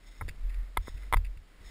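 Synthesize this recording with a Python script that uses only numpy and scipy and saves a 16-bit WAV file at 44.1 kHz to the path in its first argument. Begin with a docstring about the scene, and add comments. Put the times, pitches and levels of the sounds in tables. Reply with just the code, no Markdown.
"""Footsteps thump and rattle on faintly crunching snow, over swishing clothes, a rumble and a thin hiss.
Someone walks on packed snow with a small camera worn on the body. Each step shakes the body and
knocks the loose plastic camera mount, which also sways with a low hum. Clothes and a strap rub.
The camera holds its sound samples at a low rate, which adds a glassy edge to every knock."""
import sys
import numpy as np
from scipy import signal
from scipy.fft import rfft, irfft
from scipy.io import wavfile
from scipy.ndimage import uniform_filter1d

SR = 44100
rng = np.random.default_rng(int(sys.argv[2]) if len(sys.argv) > 2 else 0)


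def dump_mix(stems):
    """Bounce the given channels to the path in sys.argv[1] as a 16-bit WAV at rate SR."""
    frames = np.atleast_2d(stems).T  # one column per channel
    limited = np.clip(frames, -1, 1)  # hard clip at full scale
    pcm = np.round(limited * 32767).astype(np.int16)
    wavfile.write(sys.argv[1], SR, pcm)


N = 74970


def undb(db):
    """Turn decibels into a gain to multiply by."""
    return 10 ** (np.asarray(db) / 20)


def unit(x):
    """Scale x to an average strength (rms) of 1."""
    return x / np.sqrt(np.mean(x ** 2))


def clock():
    """The time of every sample in seconds."""
    return np.arange(N) / SR


def fader(points):
    """A gain that follows points of t/s, level/dB."""
    return undb(np.interp(clock(), *np.array(points).T))


def colour(x, points):
    """Shape the tone of x by points of f/Hz, level/dB, fading below the first; the result has rms 1."""
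    hz, db = np.array(points).T
    f = np.maximum(np.fft.rfftfreq(N, 1 / SR), 1)
    gain = undb(np.interp(np.log(f), np.log(hz), db)) * np.minimum(f / hz[0], 1) ** 2
    return unit(irfft(rfft(x) * gain, N))


def noise(spectrum):
    """Steady noise with the given tone and rms 1."""
    return colour(rng.standard_normal(N), spectrum)


def lowpass(x, hz, order):
    """Soften everything above hz; a higher order cuts more steeply."""
    return signal.sosfilt(signal.butter(order, min(hz, SR / 2 - 1), fs=SR, output="sos"), x)


def drift(rate_hz):
    """A smooth random wobble with rms 1."""
    span = int(SR / rate_hz)
    steps = np.repeat(rng.standard_normal(N // span + 1), span)
    return unit(uniform_filter1d(uniform_filter1d(steps, span), span)[:N])


def ring(modes, t, wave, detune=1):
    """Add up an object's fading tones (modes); each falls by 60 dB in its ring time."""
    return sum(undb(db) * wave(2 * np.pi * hz * ratio * t) * np.exp(-np.log(1000) * t / ring_s)
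               for (hz, db, ring_s), ratio in zip(modes, detune * np.ones(len(modes))))


def add(out, at, sound):
    """Mix a short sound into out, starting at a time in seconds."""
    start = int(np.clip(round(at * SR), 0, N - len(sound)))
    out[start:start + len(sound)] += sound


def hiss():
    """The air and the microphone make a faint, even noise."""
    # loudness of the hiss: t/s, level/dB
    loudness = [(0, -61), (.4, -58.5), (.72, -60), (1.05, -58), (1.42, -62), (1.7, -57)]
    # tone of the hiss: f/Hz, level/dB
    spectrum = [(50, 3), (100, -2.5), (170, -4), (240, -5), (330, -7.5), (610, -10), (800, -13.5),
                (1300, -12), (2000, -11), (2800, -15.5), (3700, -17.5), (5600, -20.5)]
    return fader(loudness) * noise(spectrum)


def rumble():
    """The mount sways near one low pitch while moving air buffets the microphone."""
    # loudness of sway and wind together: t/s, level/dB
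    loudness = [(0, -60.5), (.098, -45), (.15, -56), (.25, -31.5), (.35, -49), (.458, -27.5), (.53, -36),
                (.595, -28), (.66, -41), (.742, -45.5), (.83, -45), (.97, -39), (1.12, -40), (1.29, -33.5),
                (1.38, -48), (1.5, -58.5), (1.6, -55.5), (1.67, -43.5), (1.7, -54)]
    # tone of the wind on the microphone: f/Hz, level/dB
    wind_spectrum = [(12, 22), (30, -16.5), (55, -6), (85, -8.5), (120, -15), (250, -59), (600, -66)]
    pitch_hz = 38.64 * (1 + 0.092 * drift(rate_hz=11))
    sway = np.sqrt(2) * np.sin(2 * np.pi * np.cumsum(pitch_hz) / SR)
    wind = undb(-6.5) * noise(wind_spectrum)
    return fader(loudness) * (sway + wind)


def friction(strokes, spectrum, flutter_db):
    """Sliding fabric makes noise in soft, slightly uneven swells."""
    swells = sum(undb(db) * np.exp(-((clock() - at) / half) ** 2) for at, half, db in strokes)
    flutter = undb(flutter_db * drift(rate_hz=89.4))
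    return swells * flutter * noise(spectrum)


def clothing():
    """Cloth slides over cloth and swishes as the walker moves."""
    # swishes: middle t/s, half length/s, level/dB
    swishes = [(.135, 0.097, -59.5), (.878, 0.051, -57.5), (1.02, 0.12, -66), (1.68, 0.054, -56)]
    # tone of the cloth: f/Hz, level/dB
    spectrum = [(300, -40), (900, 0), (1500, -13), (2050, 13.5), (2750, -14), (3600, 10.5), (4500, -10),
                (5300, 10), (5800, -7.5)]
    return friction(swishes, spectrum, flutter_db=2.8)


def strap():
    """The strap rubs on the camera's case."""
    # rubs: middle t/s, half length/s, level/dB
    rubs = [(.57, 0.11, -61.5), (1.033, 0.012, -52.5)]
    # tone of the strap: f/Hz, level/dB
    spectrum = [(200, 6), (700, -2.5), (1250, 7.5), (1600, 4), (2050, 14), (2700, -5.5), (5500, -14)]
    return friction(rubs, spectrum, flutter_db=1.5)


def snow_crunch():
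    """Snow breaks under the boot in bursts of tiny cracks: a broad crackle and a narrow creak."""
    # crunches: t/s, length/s, crackle level/dB, creak level/dB
    crunches = [(0.28, 0.015, -44.5, -51), (0.296, 0.016, -60, -61.5), (0.493, 0.013, -59, -61),
                (.542, 0.0054, -49.5, -56.5), (0.973, 0.01, -65, -58.5), (1.166, 0.0098, -48, -54),
                (1.247, 0.0079, -53, -54.5), (1.26, 0.011, -64.5, -59), (1.373, 0.0072, -68, -58.5)]
    # tone of the crackle: f/Hz, level/dB
    crackle_spectrum = [(150, -12), (350, 1), (700, -20), (1300, -7), (1950, 10.5), (2400, -0.5),
                        (3050, -13), (3600, 3), (4100, -12.5), (4700, 2), (5600, -15.5)]
    # tone of the creak: f/Hz, level/dB
    creak_spectrum = [(1500, -22), (2300, -5.5), (2630, 0.5), (3000, -21.5), (4200, -35), (4700, -14),
                      (5200, -26)]
    cracks_per_s, rise_s, fall_s = 1400, 0.00052, 0.0018
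    t, out = clock(), np.zeros(N)
    cracks = (rng.random((2, N)) < cracks_per_s / SR) * rng.standard_normal((2, N))
    crackle, creak = colour(cracks[0], crackle_spectrum), colour(cracks[1], creak_spectrum)
    for at, length, crackle_db, creak_db in crunches:
        press = np.clip((t - at) / rise_s, 0, 1)
        release = np.exp(-np.maximum(t - at - length, 0) / fall_s)
        out += press * release * (undb(crackle_db) * crackle + undb(creak_db) * creak)
    return out


def footfalls():
    """The walker's weight lands with a dull thud, and the body shakes the camera for a few slow cycles."""
    # thumps: t/s, shake level/dB, thud level/dB
    thumps = [(0.21, -31.5, -33), (0.285, -36.5, -49.5), (.779, -26.5, -69), (.878, -37, -51),
              (0.943, -34, -50), (1.128, -25, -56), (1.158, -18, -63), (1.368, -37.5, -81),
              (1.608, -44, -76)]
    # deep tones of the body and mount: f/Hz, level/dB, ring time/s
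    body_modes = [(38.8, 10, 0.13), (74.1, -5, 0.26), (125, -16, 0.094)]
    # tone of the thud: f/Hz, level/dB
    thud_spectrum = [(70, 4.5), (130, -7.5), (170, -13.5), (240, -29.5), (480, -32), (1000, -66)]
    shake_rise_s, thud_rise_s, thud_fall_s = 0.0056, 0.006, 0.045
    out, thud_noise = np.zeros(N), noise(thud_spectrum)
    for at, shake_db, thud_db in thumps:
        age = np.maximum(clock() - at, 0)
        shake = (1 - np.exp(-age / shake_rise_s)) * ring(body_modes, age, np.sin)
        thud = (1 - np.exp(-age / thud_rise_s)) * np.exp(-age / thud_fall_s) * thud_noise
        out += undb(thud_db) * thud - undb(shake_db) * shake
    return out


def mount_knocks():
    """The loose joint slips with a scrape, then strikes: the case rings and the mount gives a dull thock."""
    # knocks: t/s, level/dB, treble cutoff f/Hz, thock level/dB
    knocks = [(.2109, -31.5, 2570, -52), (.2123, -31, 2480, -53), (.2145, -32.5, 2340, -48),
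              (.2211, -36, 1840, -40), (.2824, -50.5, 1520, -38), (.7698, -26, 2800, -46),
              (.7723, -14, 3800, -36.5), (.7752, -31, 3240, -70), (0.8733, -41.5, 2400, -63),
              (0.8807, -35, 2060, -31), (1.1260, -14.5, 3300, -56), (1.1360, -13, 3360, -45),
              (1.1424, -12.5, 3240, -41), (1.1694, -31.5, 2580, -45)]
    # tones of the camera's case: f/Hz, level/dB, ring time/s
    case_modes = [(467, -19, 0.015), (860, -32, 0.016), (1037, 2.5, 0.013), (1280, -6, 0.02),
                  (1637, -2.5, 0.0068), (2055, 2, 0.014), (3330, -10.5, 0.018)]
    # low tones of the mount: f/Hz, level/dB, ring time/s
    mount_modes = [(213, 0, 0.011), (364, -3.5, 0.011)]
    # tone of the scrape in the joint: f/Hz, level/dB
    scrape_spectrum = [(1500, 2), (2700, -13), (3500, -2.5), (4600, -16.5), (5250, -10), (5900, -23)]
    slip_lead_s, slip_width_s, slip_strength = 0.00038, 0.00032, 1.74
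    scrape_db, scrape_fall_s = -24.5, 0.004
    dead_hz, dead_width_hz = 2636, 1050  # a band where the case hardly rings
    out, scrape_noise = np.zeros(N), noise(scrape_spectrum)
    t = clock()[:SR // 20]
    run_up_s = 2 * slip_lead_s
    until_strike = run_up_s - t[t < run_up_s]
    notch = signal.iirnotch(dead_hz, dead_hz / dead_width_hz, fs=SR)
    thock = lowpass(ring(mount_modes, t, np.cos), hz=760, order=4)
    for k, (at, db, cutoff_hz, thock_db) in enumerate(knocks):
        stretch = 2 ** ((db + 12) / 18)  # slip times hold at -12 dB and double for a blow 18 dB harder
        slip = np.exp(-((until_strike / stretch - slip_lead_s) / slip_width_s) ** 2 / 2)
        force = np.append(-slip_strength * slip / slip.sum(), 1)  # a soft pull, then a sharp hit
        detune = 1 + 0.012 * rng.standard_normal(len(case_modes))
        ringing = signal.lfilter(*notch, ring(case_modes, t, np.cos, detune))
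        clack = lowpass(ringing, cutoff_hz, order=6)
        scrape = np.exp(-t / scrape_fall_s) * scrape_noise[k * len(t):(k + 1) * len(t)]
        add(out, at - run_up_s, undb(db) * np.convolve(force, clack / np.abs(clack).max()))
        add(out, at, undb(thock_db) * thock / np.abs(thock).max())
        add(out, at - slip_lead_s, undb(db + scrape_db) * scrape)
    return out


def scene():
    """Everything is close to one microphone, with no echo over the snow."""
    fabric = clothing() + strap()
    return (mount_knocks() + footfalls() + snow_crunch() + fabric + rumble() + hiss())[None]


def record(dry):
    """The camera cuts the treble, then holds each sample, which adds a glassy, high mirror image."""
    input_top_hz, hold_hz, output_top_hz = 5650, 12000, 15400
    narrow = lowpass(dry, input_top_hz, order=20)
    narrow = signal.sosfilt(signal.butter(1, 8, "high", fs=SR, output="sos"), narrow)  # cut below 8 Hz
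    mirrored = narrow * (1 + 2 * np.cos(2 * np.pi * hold_hz * clock()))  # copies either side of hold_hz
    droop = np.sinc(np.fft.rfftfreq(2 * N, 1 / SR) / hold_hz)  # holding also weakens the highs
    held = irfft(rfft(mirrored, 2 * N) * droop, 2 * N)[:, :N]
    return signal.sosfilt(signal.ellip(8, .2, 70, output_top_hz, fs=SR, output="sos"), held)


dry = scene()
out = record(dry)
dump_mix(out)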